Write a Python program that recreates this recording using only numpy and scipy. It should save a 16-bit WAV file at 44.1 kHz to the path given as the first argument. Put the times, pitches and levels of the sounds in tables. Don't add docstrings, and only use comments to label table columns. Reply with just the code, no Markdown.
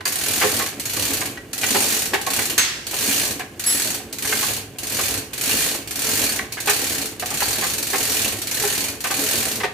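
import sys
import numpy as np
from scipy import signal
from scipy.fft import rfft, irfft
from scipy.io import wavfile
from scipy.ndimage import uniform_filter1d

SR = 44100
rng = np.random.default_rng(int(sys.argv[2]) if len(sys.argv) > 2 else 0)


def voltage_ratio(level):
    return 10 ** (np.asarray(level, float) / 20)


def transcribe(signal):
    frames = np.atleast_2d(signal).T
    limited = np.clip(frames, -1, 1)
    pcm = np.round(limited * 32767).astype(np.int16)
    wavfile.write(sys.argv[1], SR, pcm)


N = 429093
T = np.arange(N) / SR

# (frequency [Hz], density [dB/Hz])
NIGHT_SPECTRUM = [(18, -55), (30, -80), (64, -3), (109, 2.5), (189, -4.5), (355, 3), (801, -23), (889, -39),
                  (962, -23), (6720, -61), (16000, -98)]
# (frequency [Hz], width [Hz], level [dB])
CABINET_MODES = [(410, 22, 10.5), (527, 55, 5.5), (783, 103, 9.5), (1050, 53, 6), (1190, 95, 3),
                 (1554, 110, 3.5), (1700, 270, 0), (2040, 110, 4), (2390, 110, -24), (2400, 96, 0.5),
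                 (3290, 73, -27)]
# (time [s], peak [dB], centre [Hz], drag [s])
BROAD_SLAPS = [(0.058, -16, 2040, 0.021), (0.415, -11, 1950, 0.039), (0.972, -23, 1540, 0.011),
               (2.136, -9.5, 393, 0.026), (2.39, -18, 810, 0.022), (2.933, -20.5, 802, 0.022),
               (3.397, -19.5, 2510, 0.029), (4.25, -20, 1050, 0.015), (4.429, -16, 1060, 0.022),
               (4.99, -15, 791, 0.022), (6.676, -9.5, 2040, 0.045), (7.623, -17, 1220, 0.043),
               (7.935, -13.5, 398, 0.032), (9.043, -17, 1740, 0.035), (9.106, -16, 735, 0.031),
               (9.604, -17, 2200, 0.021), (9.635, -12, 770, 0.03)]
# (time [s], peak [dB], centre [Hz], drag [s])
PANEL_KNOCKS = [(0.009, -24, 1260, 0.011), (0.434, -11, 371, 0.034), (0.598, -17, 1040, 0.035),
                (1.216, -17.5, 1260, 0.016), (1.274, -28.5, 1260, 0.021), (1.374, -25, 2110, 0.016),
                (1.634, -11.5, 2420, 0.02), (1.749, -12, 396, 0.028), (2.269, -15, 800, 0.023),
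                (4.326, -12, 1840, 0.013), (6.392, -11.5, 1630, 0.01), (6.572, -20, 1610, 0.029),
                (7.225, -17, 797, 0.019), (7.312, -22, 799, 0.033), (7.421, -14, 790, 0.017),
                (8.637, -16, 366, 0.025)]
# (first drop [s], last drop [s], teeth passed [count], first tooth gap [s], strength [dB])
PULLS = [(0.0736, 0.6585, 22, 0.046, -18), (0.795, 1.254, 13, 0.057, -17.5),
         (1.529, 2.0535, 22, 0.048, -17.5), (2.137, 2.4965, 9, 0.074, -16.5),
         (2.865, 3.306, 21, 0.043, -20), (3.593, 3.942, 12, 0.043, -19.5), (4.1243, 4.563, 18, 0.058, -21),
         (4.7826, 5.173, 14, 0.048, -19.5), (5.33, 5.743, 18, 0.046, -18.5),
         (5.906, 6.357, 17, 0.048, -17.5), (6.52, 7.055, 15, .080, -18.5),
         (7.194, 7.7793, 18, 0.062, -17.5), (7.8245, 8.319, 18, 0.042, -17.5),
         (8.4146, 8.8815, 15, 0.054, -17.5), (9.068, 9.554, 18, 0.039, -17.5)]
# (time [s], peak [dB])
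STRAY_DROPS = [
    (0.0516, -14),
    (2.5766, 1),
    (3.3913, -34),
    (5.8717, -28),
    (6.67, -16),
    (6.6938, -6),
    (8.3665, -37),
    (8.3844, -33),
    (9.003, -22.5),
    (9.038, -19),
]
# (frequency [Hz], density [dB/Hz])
STEEL_SPECTRUM = [(500, -5.5), (1200, -9.5), (1800, -5), (3300, -4), (4300, -1), (5200, -3.5), (6700, -0.5),
                  (10000, -2), (15000, -5), (16000, -7.5)]
# (frequency [Hz], width [Hz], level [dB])
HOUSING_MODES = [(1740, 400, -5), (2420, 130, 3), (2845, 300, -2), (4180, 53, 3.5), (4457, 82, 5.5),
                 (5860, 210, -2.5), (6740, 150, 2.5), (7750, 58, -13.5), (7740, 37, -18), (7900, 23, -14),
                 (8760, 190, 4), (10300, 81, -7), (11100, 67, 4), (11720, 62, 6.5), (12360, 120, 1.5)]
# (time [s], level [dB], contact [s], noise tail [dB], tail T60 [s])
CLANGS = [
    (2.579, -19, 0.0041, -17.5, 0.69),
    (3.662, -17, 0.044, -30, .2),
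    (.054, -22.5, 0.0026, -33, 0.091),
]
# (frequency [Hz], level [dB], T60 [s])
CLANG_MODES = [
    [(1490, -6, 0.12), (2116, -7, 0.29), (2680, -7.5, 0.68), (4200, -9, 0.45), (6170, -3, 0.25),
     (6280, -2, 0.26), (6400, 4, 0.24), (8020, -2, 0.26), (8613, -7, 0.19)],
    [(5150, -12, .35), (5060, -21, .35), (7747, -13, .1), (7880, -3.5, 0.58), (11180, 2, 0.22),
     (11190, -10, .4), (14518, -14, .11)],
    [(4750, 8.5, 0.031), (7100, -19, 0.046)],
]
# (frequency [Hz], width [Hz], level [dB])
GEAR_MODES = [(758, 96, 6.5), (1110, 260, -3.5), (1610, 220, 2), (2210, 180, -1.5), (2420, 160, -4),
              (2870, 280, -14)]
# (frequency [Hz], width [Hz], level [dB])
TRUSS_MODES = [(227, 17, 4), (284.5, 39.4, 4.5), (354.7, 19, -10), (434.5, 15, 5.5), (550, 40, -12.5)]

NIGHT_DB = -41.5
BROAD_DB_PER_OCTAVE, PANEL_DB_PER_OCTAVE = 3, 9
SPEED_UP, SLOW_DOWN, LAST_LONGER = 0.533, 0.54, 0.787
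TOOTH_JITTER, DROP_SCATTER_DB, DROP_DB_PER_OCTAVE = 0.061, 2.1, 1
BRISK_TEETH_PER_S, COAST_S, TRUSS_LAG_S = 46.7, 0.041, 0.042
# (level at a brisk pull [dB], slope [dB/octave of speed], level at rest [dB])
LINKS_LAW = (-22, 7.5, -45.5)
GRIND_LAW = (-31, 4.2, -46)
HUM_LAW = (-31.5, 5.26, -45.5)
YARD_T60_S, YARD_DB = 0.35, -5.5


def level(x, db):
    return x * voltage_ratio(db) / np.sqrt(np.mean(x ** 2))


def colour(x, table):
    hz, db = np.transpose(table)
    f = np.arange(N // 2 + 1) * SR / N + 1
    gain_db = np.interp(np.log(f), np.log(hz), db)
    return irfft(rfft(x) * voltage_ratio(gain_db), N)


def ring(x, modes):
    return sum(voltage_ratio(db) * signal.lfilter(*signal.iirpeak(hz, hz / width, SR), x) for hz, width, db in modes)


def decay(x, t60_s):
    return signal.lfilter([1], [1, -np.exp(-np.log(1000) / (t60_s * SR))], x)


def pair(like, size=N):
    common, opposed = rng.standard_normal((2, size))
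    common = common * np.sqrt((1 + like) / 2)
    opposed = opposed * np.sqrt((1 - like) / 2)
    return np.array([common + opposed, common - opposed])


def grains(rate_hz, spread_db, t60_s):
    size = np.minimum(rng.exponential(size=N), 2.5)
    hits = rng.random(N) < rate_hz / SR
    return level(decay(hits * voltage_ratio(spread_db * size), t60_s), 0)


def night():
    throb = ring(pair(0.97), [(60, 14, -3), (101, 10, 0), (130, 20, -6)])
    drift = uniform_filter1d(rng.standard_normal(N), size=9000)
    swell = voltage_ratio(1.5 * level(drift, 0))
    air = colour(pair(0.94), NIGHT_SPECTRUM + [(16001, -60)])
    return level(air, NIGHT_DB - 2.0) + swell * level(throb, -47.0)


def slaps():
    out = np.zeros((2, N + SR))
    t = np.arange(SR // 5) / SR
    rows = [row + (BROAD_DB_PER_OCTAVE,) for row in BROAD_SLAPS]
    rows += [row + (PANEL_DB_PER_OCTAVE,) for row in PANEL_KNOCKS]
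    for time_s, peak_db, centre_hz, drag_s, narrow_db in rows:
        push = pair(0.56, size=len(t)) * np.exp(-(t / drag_s) ** 3) * (1 - np.exp(-t / 0.0012))
        detune = 1 + 0.038 * rng.standard_normal(len(CABINET_MODES))
        modes = [(hz * d, width, db - narrow_db * abs(np.log2(hz / centre_hz)))
                 for (hz, width, db), d in zip(CABINET_MODES, detune)]
        thump = ring(ring(push, [(1330, 1600, 0)]), [(1330, 1600, -7.5 - narrow_db)])
        knock = ring(push, modes) + thump
        i = int((time_s - 0.003) * SR)
        out[:, i:i + len(t)] += knock * voltage_ratio(peak_db + 3.0) / np.abs(knock.mean(axis=0)).max()
    return out[:, :N]


def teeth():
    rows = []
    for first_s, last_s, count, first_gap_s, strength_db in PULLS:
        k = np.arange(count)
        late = SPEED_UP ** k
        slowing = 1 + LAST_LONGER * SLOW_DOWN ** k[::-1]
        even = (1 - late) * (slowing + TOOTH_JITTER * rng.standard_normal(count))
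        spare_s = last_s - first_s - first_gap_s * late.sum()
        gaps_s = first_gap_s * late + even * spare_s / even.sum()
        times_s = first_s + np.append(0, np.cumsum(gaps_s))
        rates = 1 / np.append(1.28 * gaps_s[0], gaps_s)
        rows += zip(times_s, rates, np.full(len(times_s), strength_db))
    return np.transpose(rows)


def pawl(times_s, rate, strength_db):
    db = strength_db + DROP_DB_PER_OCTAVE * np.log2(rate / BRISK_TEETH_PER_S)
    db = db + DROP_SCATTER_DB * rng.standard_normal(len(db))
    times_s, db = np.transpose(sorted(list(zip(times_s, db)) + STRAY_DROPS))
    at = ((times_s + 0.0014) * SR).astype(int)
    drops = np.zeros(N)
    drops[at] = voltage_ratio(-18.5 + 0.56 * (db + 18.0))
    shake = voltage_ratio(-13.0) * decay(drops, 0.063) + voltage_ratio(-3.5) * decay(drops, 0.14)
    shake = uniform_filter1d(shake, size=90, origin=44)
    burst = shake * pair(0.26)
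    tooth = np.searchsorted(at, np.arange(N), side="right")
    share = voltage_ratio(5.2 * rng.standard_normal((len(at) + 1, len(HOUSING_MODES))))
    rings = sum(ring(burst * share[tooth, k], [mode]) for k, mode in enumerate(HOUSING_MODES))
    crack = level(colour(burst, STEEL_SPECTRUM), 0)
    return (crack + level(rings, -8.5)) * np.sqrt(np.mean(burst ** 2)) * voltage_ratio(-2.5)


def clangs():
    out = np.zeros((2, N))
    t = T[:SR]
    for (time_s, db, contact_s, tail_db, tail_t60_s), modes in zip(CLANGS, CLANG_MODES):
        def fall(t60_s):
            free_s = np.maximum(t - contact_s, 0)
            return np.exp(-np.log(1000) * free_s / t60_s) * (1 - np.exp(-t / 0.002))

        tones = sum(voltage_ratio(mode_db) * fall(t60_s) * np.sin(2 * np.pi * (hz * t + rng.random((2, 1)) / 6))
                    for hz, mode_db, t60_s in modes)
        hiss = colour(pair(0.26), [(500, -11), (1700, 8.5), (6000, 4.5), (15000, -14.5)])
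        tail = level(hiss, tail_db)[:, :SR] * fall(tail_t60_s)
        strike = voltage_ratio(tail_db) * pair(0.3, size=SR) * np.exp(-t / 0.012)
        i = int(time_s * SR)
        out[:, i:i + SR] += voltage_ratio(db) * tones + tail + strike
    return out


def running(times_s, rate, strength_db):
    k = np.maximum(np.searchsorted(times_s, T) - 1, 0)
    waited_s = np.maximum(T - times_s[k] - 1 / rate[k], 0) + (T < times_s[0])
    return np.log2(rate[k] / BRISK_TEETH_PER_S) - waited_s / COAST_S + (strength_db[k] + 18) / 6


def follow(law, speed):
    brisk_db, db_per_octave, rest_db = law
    return np.maximum(brisk_db + db_per_octave * speed, rest_db)


def chain(links_db, grind_db, hum_db):
    ticks = grains(1500, 2.6, 0.012) * pair(0.3)
    links = level(colour(ticks, STEEL_SPECTRUM), 0) + level(ring(ticks, HOUSING_MODES), -13)
    meshing = grains(300, 2.2, 0.03) * pair(0.6)
    scrape = colour(pair(0.57), [(400, -19), (700, -9), (3000, 1.0), (4500, -39)])
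    grind = level(ring(meshing, GEAR_MODES), 0) + level(scrape, -3.0)
    jolts = grains(150, 1.5, 0.06) * pair(0.96)
    feet = ring(jolts, [(64.0, 22, -3), (102.4, 20, 9), (139, 39, -5), (83.4, 16, -4)])
    hum = level(ring(jolts, TRUSS_MODES), 0) + level(feet, -8)
    links_db = np.minimum(links_db, -23)
    return voltage_ratio(links_db - 7.0) * links + voltage_ratio(grind_db - 7.5) * grind + voltage_ratio(hum_db - 2.0) * hum


def yard(x, wet_db):
    t = T[:SR // 2]
    fade = np.exp(-np.log(1000) * t / YARD_T60_S) * (t > 0.004)
    mid, side = rng.standard_normal((2, len(t))) * fade
    side = signal.lfilter(*signal.butter(1, 1100, "highpass", fs=SR), side)
    tail = signal.lfilter([1], [1, -0.3], np.array([mid + side, mid - side]))
    tail = tail / np.sqrt(np.sum(tail ** 2) / 2)
    return x + voltage_ratio(wet_db) * signal.fftconvolve(x, tail, axes=1)[:, :N]


def scene():
    knocks = slaps()
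    drops = teeth()
    speed = uniform_filter1d(running(*drops), size=2500)
    lagging = np.interp(T - TRUSS_LAG_S, T, speed)
    moving = chain(follow(LINKS_LAW, speed), follow(GRIND_LAW, speed), follow(HUM_LAW, lagging))
    hoist = pawl(*drops) + moving + clangs() + voltage_ratio(-2.5) * knocks
    balance_db = np.array([[-0.55], [0.55]])
    return (yard(hoist, YARD_DB) + 0.07 * knocks + night()) * voltage_ratio(balance_db)


def top_cut(x):
    return signal.sosfilt(signal.butter(12, 16640, fs=SR, output="sos"), x)


def record(dry):
    mid, side = (dry[0] + dry[1]) / 2, (dry[0] - dry[1]) / 2
    unlike = side - mid * np.mean(side * mid) / np.mean(mid ** 2)
    side = side - 0.29 * signal.lfilter(*signal.butter(1, 500, fs=SR), unlike)
    x = np.array([mid + side, mid - side])
    x = signal.sosfilt(signal.butter(3, 52, "highpass", fs=SR, output="sos"), x)
    x = np.tanh(0.8 * x) / 0.8
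    x = signal.sosfilt(signal.ellip(10, 0.3, 70, 15450, fs=SR, output="sos"), x)
    return top_cut(x)


dry = scene()
out = record(dry)
transcribe(out)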